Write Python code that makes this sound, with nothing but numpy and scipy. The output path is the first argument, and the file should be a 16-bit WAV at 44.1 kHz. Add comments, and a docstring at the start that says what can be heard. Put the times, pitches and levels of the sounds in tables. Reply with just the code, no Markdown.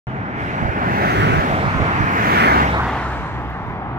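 """Beside a highway: two cars pass one after the other to the right of a hand-held phone with a microphone
at each end. Their tyre roar is shaped noise that grows, brightens and drops in pitch as each goes by.
Far traffic is dull steady noise under a low unsteady drone; the breeze is lumpy low noise, with bursts of
soft pressure pushes thumping mostly on the right microphone. One tiny bright tick comes late."""
import sys
import numpy as np
from scipy import signal
from scipy.fft import rfft, irfft, next_fast_len
from scipy.io import wavfile
from scipy.ndimage import uniform_filter1d, map_coordinates

SR = 44100
rng = np.random.default_rng(int(sys.argv[2]) if len(sys.argv) > 2 else 0)


def makeup_ratio(level_db):
    """Linear amplitude ratio for a level in decibels (20 dB per factor of ten)."""
    decades = np.asarray(level_db, float) / 20
    return 10 ** decades


def master(y):
    """Save y as 16-bit WAV."""
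    cut = np.clip(np.atleast_2d(y).T, -1, 1)
    pcm = np.round(cut * 32767)  # scale
    wavfile.write(sys.argv[1], SR, pcm.astype(np.int16))


N = 175518  # samples

# The passing cars; levels are before distance and unevenness:
# abeam_s, side_s (time to drive its own side distance), level_db, treble_tilt_db_per_octave, exhaust_hz, exhaust_db
PASSING_CARS = [(1.269, 0.337, -14.5, -1.5, 100.4, -27), (2.498, .22, -12.5, 0.18, 69.83, -23)]
# Mid-pitch bumps and dips in each car's roar, one list per car: centre_hz, width_hz, lift_db
ROAR_BUMPS = [
    [(550, 89, 1), (750, 75, 1), (1030, 200, -2), (1374, 127, 1)],
    [(626, 82, -3), (907, 84, 2.5), (1600, 180, 0), (2150, 210, 1)],
]
# Tyre roar colour abeam, relative: pitch_hz, density_db_per_hz
TYRE_ROAR = [(15, -42), (25, -40), (45, -14.5), (70, -6.5), (120, -1), (200, -0.5), (350, -5), (520, -6.5),
             (700, -4), (900, -4.5), (1200, -3), (1600, -6.5), (2200, -11.5), (2800, -19), (3500, -25),
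             (5000, -33), (6500, -36.5), (8800, -41.5), (11000, -40.5), (12800, -43.5), (15500, -46.5)]
# Extra loss over air and ground: pitch_hz, loss_db_per_side_distance
DISTANCE_LOSS = [(100, -0.57), (300, 0.1), (520, 1.76), (850, 0.27), (1300, 0.56), (2000, 0.78),
                 (3000, 1.4), (5000, 2), (9000, 3), (15000, 9.5)]
# Gain ahead of the car, and equal loss behind it: pitch_hz, gain_db
FRONT_GAIN = [(100, 3), (500, 0.33), (900, 0), (1500, 2), (2200, 1.5), (3500, -2), (10000, 2.5)]
# Uneven level of both cars together, with sudden treble steps: time_s, level_db, bass_db, treble_db
UNEVEN_LEVEL = [(.07, -5.5, 5.5, -0.5), (.34, -0.5, -3, -11.5), (.41, -1, -0.3, 4), (.75, -0.5, -2.2, -6.5),
                (.85, -1, 0.2, -2.7), (1.1, -2.5, 2.7, 5), (1.3, 0.5, -1.2, -0.3), (1.5, -2.5, 4, 6),
                (1.65, -1, -1.5, 2.3), (1.85, 0, -1, 1.7), (2.05, -0.5, -3.7, -2.5), (2.25, -1, -2.8, -0.5),
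                (2.45, -0.5, -3.5, -2.5), (2.6, 0.5, -5.2, -6), (2.75, -1.5, 1, -4), (3.0, -1.5, -3, 2),
                (3.15, -2.5, -1.5, 5.5), (3.4, -2.5, 1.8, -0.5), (3.7, 0.5, -2.3, -4.5),
                (3.98, 5.5, 1.5, -19)]
# Where each car is heard from, one list per car: time_s,
# facing (1 = in line beyond the right microphone, 0 = square on, -1 = beyond the left)
CAR_FACING = [
    [(.07, 0.58), (.7, 0.73), (1.0, 0.84), (1.2, 0.99), (1.36, 0.97), (1.55, 0.58), (1.8, 0.3), (2.2, 0.4),
     (3.98, -0.46)],
    [(.07, 0.9), (1.9, 0.65), (2.2, 0.77), (2.42, .97), (2.6, 0.84), (2.73, 0.51), (2.9, -0.06),
     (3.2, -0.21), (3.98, -0.3)],
]
# Right gain over left for a source fully ahead, reversed behind: pitch_hz, right_gain_db
BODY_SHADOW = [(200, 0.9), (1000, -1.5), (2000, 2), (4000, 0.5), (6000, 3), (8000, 7.5), (12000, 8.5),
               (15500, 12)]
# Likeness of the arrivals at the two microphones: pitch_hz, likeness (0 to 1)
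ARRIVAL_LIKENESS = [(30, .5), (70, 0.66), (150, 0.99), (1000, 0.94), (2500, 0.66), (4000, 0.46), (8000, .3),
                    (15000, 0.22)]
# Far traffic colour, relative: pitch_hz, density_db_per_hz
FAR_ROAR = [(15, -42), (30, -20), (60, 12), (120, 1), (250, -6), (500, -5), (850, -5.5), (1300, -17),
            (2000, -15.5), (3000, -28), (5000, -45), (8000, -77), (15500, -98)]
# Low drone, levels before wobble: pitch_hz, level_db, wobbles_per_s
LOW_DRONE = [(63.9, -40.5, 2.46), (124.8, -35.5, 14)]
# Breeze rumble colour, relative: pitch_hz, density_db_per_hz
BREEZE_RUMBLE = [(15, -14), (30, 8.5), (60, 9), (150, 11.5), (300, -10.5), (600, -45.5)]
# Breeze rumble on the left and right microphone, before wobble: level_db
RUMBLE_DB = [-37, -41]
# Thumps on the right microphone, level before scatter: start_s, length_s, level_db
BREEZE_PUFFS = [(.53, .1, -29), (.62, .08, -12), (1.18, .1, -16), (1.3, .1, -12.5), (1.5, .05, -15),
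                (1.63, .06, -12), (1.74, .1, -9.5), (1.92, .04, -21), (1.99, .06, -9.5)]
# Colour of each microphone: pitch_hz, gain_db
LEFT_COLOUR = [(200, -0.5), (400, 0.45), (530, -2), (720, 1.5), (1000, 0.45), (1450, 0.5), (2000, -1.2),
               (2700, -0.2), (3300, 0.9), (4300, -0.3), (6000, 1), (8000, 2), (8800, -5), (12000, 0.5),
               (15500, 1)]
RIGHT_COLOUR = [(200, -0.67), (400, 0), (520, -2), (720, 0.9), (1000, -0.4), (1500, 0.3), (1800, 0.4),
                (2150, 2), (2700, 0), (3300, 1.3), (4300, 0), (6200, 2), (7300, -7), (9000, -4), (10500, 0),
                (11700, -6.5), (12700, 6), (14000, 1), (15300, 4.5)]

SPEED_MACH = .085  # car speed over the speed of sound
BASS_HZ, TREBLE_HZ = 350, 4000  # corners of the uneven bass and treble
SPACING_S = 0.00051  # travel time between the microphones
FAR_DB, FAR_FACING = -31.5, -0.17
PUSHES_PER_S, PUSH_QUICKNESS_HZ, PUSH_SCATTER_DB = 70, 119, 3
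PUSH_LEFT_DB = -20  # left microphone relative to right
TICK_S, TICK_DB, TICK_HZ = 3.5033, -39, 13000
START_S = .0695  # silence before this
HISS_DB, LOW_CUT_HZ, TOP_HZ = -85, 35.3, 15830


def along(points, hz):
    """Reads (Hz, value) points on a log frequency axis."""
    f, v = np.transpose(points)
    return np.interp(np.log(hz + 1), np.log(f + 1), v)


def wobble(rate):
    """A smooth random curve, rate knots a second."""
    knots = rng.standard_normal(int(N * rate / SR) + 4)
    return map_coordinates(knots, [np.arange(N) * rate / SR])


def noise_spectra():
    """Frequencies (column), times and short-time spectra of three independent noises."""
    hz, t, z = signal.stft(rng.standard_normal((3, N)), SR, nperseg=1024, noverlap=768)
    return hz[:, None], t, z


def to_sound(spectra):
    """Short-time spectra back to waveforms."""
    return signal.istft(spectra, SR, nperseg=1024, noverlap=768)[1][:, :N]


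def level_of(points, hz):
    """Spectrum in dB, scaled so that white noise through it keeps rms 1."""
    every_hz = np.linspace(0, SR / 2, 2048)
    mean_power = np.mean(makeup_ratio(along(points, every_hz)) ** 2)
    return along(points, hz) - 10 * np.log10(mean_power)


def arrive(z, hz, gain_db, facing, ahead, patchy_db):
    """One source at both microphones: the far one hears it later, partly scattered; the phone's body shades treble."""
    field = rng.standard_normal(z.shape[1:])
    field = uniform_filter1d(field, size=12, axis=0)
    field = uniform_filter1d(field, size=14, axis=1)
    alike = np.clip(along(ARRIVAL_LIKENESS, hz), 0, 1)
    # half of the level and time difference goes to each side
    shade = makeup_ratio(-along(BODY_SHADOW, hz) * ahead / 2)
    delay = np.exp(-1j * np.pi * hz * SPACING_S * facing)
    left = shade * delay
    pair = (np.sqrt(alike) * z[0] + np.sqrt(1 - alike) * z[1:]) * [left, 1 / left]
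    gain = makeup_ratio(gain_db + patchy_db * field / field.std())
    return to_sound(pair * gain)


def car(abeam_s, side_s, level_db, tilt_db, exhaust_hz, exhaust_db, facing, bumps):
    """Tyre roar falls with distance and slides down in pitch; the exhaust note sounds mostly from behind."""
    hz, t, z = noise_spectra()
    along_road = (t - abeam_s) / side_s
    reach = np.hypot(1, along_road)  # distance, in side distances
    bearing = np.arctan(along_road)  # negative while approaching
    shift = 1 / (1 + SPEED_MACH * np.sin(bearing))  # Doppler pitch ratio

    colour_db = level_of(TYRE_ROAR, hz / shift) + tilt_db * np.log2(1 + hz / 1000)
    bumps_db = sum(lift_db * np.exp(-((hz / shift - centre) / width) ** 2)
                   for centre, width, lift_db in bumps)
    distance_db = -20 * np.log10(reach) - along(DISTANCE_LOSS, hz) * (reach - 1)
    front_db = -along(FRONT_GAIN, hz) * np.sin(bearing)
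    s, overall_db, bass_db, treble_db = np.transpose(UNEVEN_LEVEL)
    treble_share = hz ** 2 / (hz ** 2 + TREBLE_HZ ** 2)
    bass_share = BASS_HZ ** 2 / (hz ** 2 + BASS_HZ ** 2)
    uneven_db = (np.interp(t, s, overall_db) + np.interp(t, s, treble_db) * treble_share
                 + np.interp(t, s, bass_db) * bass_share)
    gain_db = level_db + colour_db + bumps_db + distance_db + front_db + uneven_db
    heard_from = np.interp(t, *np.transpose(facing))
    roar = arrive(z, hz, gain_db, heard_from, -np.sin(bearing), patchy_db=1.5)

    now = np.arange(N) / SR
    pitch_hz = exhaust_hz * np.interp(now, t, shift) * (1 + 0.0393 * wobble(14))
    phase = 2 * np.pi * np.cumsum(pitch_hz) / SR
    # opens towards the rear of the car, fades with distance
    behind = np.interp(now, t, 1 / (1 + np.exp(-6 * (bearing + 0.33))) / reach ** 1.03)
    note = np.sin(phase) + makeup_ratio(-9 + 2.4 * wobble(8)) * np.sin(2 * phase)
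    return roar + np.sqrt(2) * makeup_ratio(exhaust_db + 3.1 * wobble(5.75)) * behind * note


def far_traffic():
    """A dull steady roar from down the road and a low drone of tones with randomly wandering strength and phase."""
    hz, t, z = noise_spectra()
    steady_db = FAR_DB + level_of(FAR_ROAR, hz) + 0 * t
    roar = arrive(z, hz, steady_db, FAR_FACING, -.5, patchy_db=0.0)
    now = np.arange(N) / SR
    drone = np.zeros(N)
    for pitch_hz, level_db, rate in LOW_DRONE:
        turn = 2 * np.pi * pitch_hz * now
        drone += makeup_ratio(level_db) * (wobble(rate) * np.sin(turn) + wobble(rate) * np.cos(turn))
    return roar + drone


def breeze():
    """Lumpy rumble apart on each microphone, and bursts of soft pressure pushes mostly on the right one."""
    hz, t, z = noise_spectra()
    rumble = to_sound(z[1:] * makeup_ratio(level_of(BREEZE_RUMBLE, hz)))
    lumps = np.array([wobble(4), wobble(13)])
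    rumble = rumble * makeup_ratio(np.array(RUMBLE_DB)[:, None] + 4.8 * lumps)
    pushes = np.zeros(N)
    u = np.arange(-400, 900) / SR
    draws = rng.standard_normal((len(BREEZE_PUFFS), 12, 3))
    for (start_s, length_s, level_db), rows in zip(BREEZE_PUFFS, draws):
        for k, (late, size, quickness) in enumerate(rows):
            at = (k + .5 + 0.268 * late) / PUSHES_PER_S
            w = 2 * np.pi * PUSH_QUICKNESS_HZ * np.exp(.25 * quickness) * u
            # a push, then a broader pull
            push = np.exp(-w ** 2) - 0.99 * np.exp(-(w - 2.4) ** 2 / 3.3)
            push = push * (at < length_s)  # none once the puff is over
            first = round((start_s + at) * SR) - 400
            pushes[first:][:len(u)] += makeup_ratio(level_db + PUSH_SCATTER_DB * size) * push
    return rumble + pushes * makeup_ratio([[PUSH_LEFT_DB], [0]])


def tick():
    """One tiny bright tick close to the phone: a very short tone burst, 7 dB weaker on the right."""
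    u = np.arange(N) / SR - TICK_S
    burst = np.exp(-(u / .00008) ** 2) * np.cos(2 * np.pi * TICK_HZ * u)
    return makeup_ratio(TICK_DB) * burst * makeup_ratio([[0], [-7]])


def scene():
    """Cars, far traffic, breeze and the tick, added up at the two microphones."""
    cars = sum(car(*row, facing, bumps)
               for row, facing, bumps in zip(PASSING_CARS, CAR_FACING, ROAR_BUMPS))
    return cars + far_traffic() + breeze() + tick()


def low_pass(x):
    """Removes everything above the highest recorded frequency."""
    return signal.sosfilt(signal.butter(12, 16620, fs=SR, output="sos"), x)


def record(dry):
    """Faint hiss, microphone colour, low cut and band limit; the sound starts after a moment of silence."""
    hiss = makeup_ratio(HISS_DB) * rng.standard_normal(dry.shape)
    m = next_fast_len(N)
    hz = np.fft.rfftfreq(m, 1 / SR)
    colour = makeup_ratio([along(LEFT_COLOUR, hz), along(RIGHT_COLOUR, hz)])
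    low_cut = hz ** 2 / np.hypot(hz ** 2, LOW_CUT_HZ ** 2)
    response = colour * low_cut * (hz < TOP_HZ)
    heard = irfft(rfft(dry + hiss, m) * response, m)[:, :N]
    started = np.arange(N) >= START_S * SR
    return low_pass(heard * started)


dry = scene()
out = record(dry)
master(out)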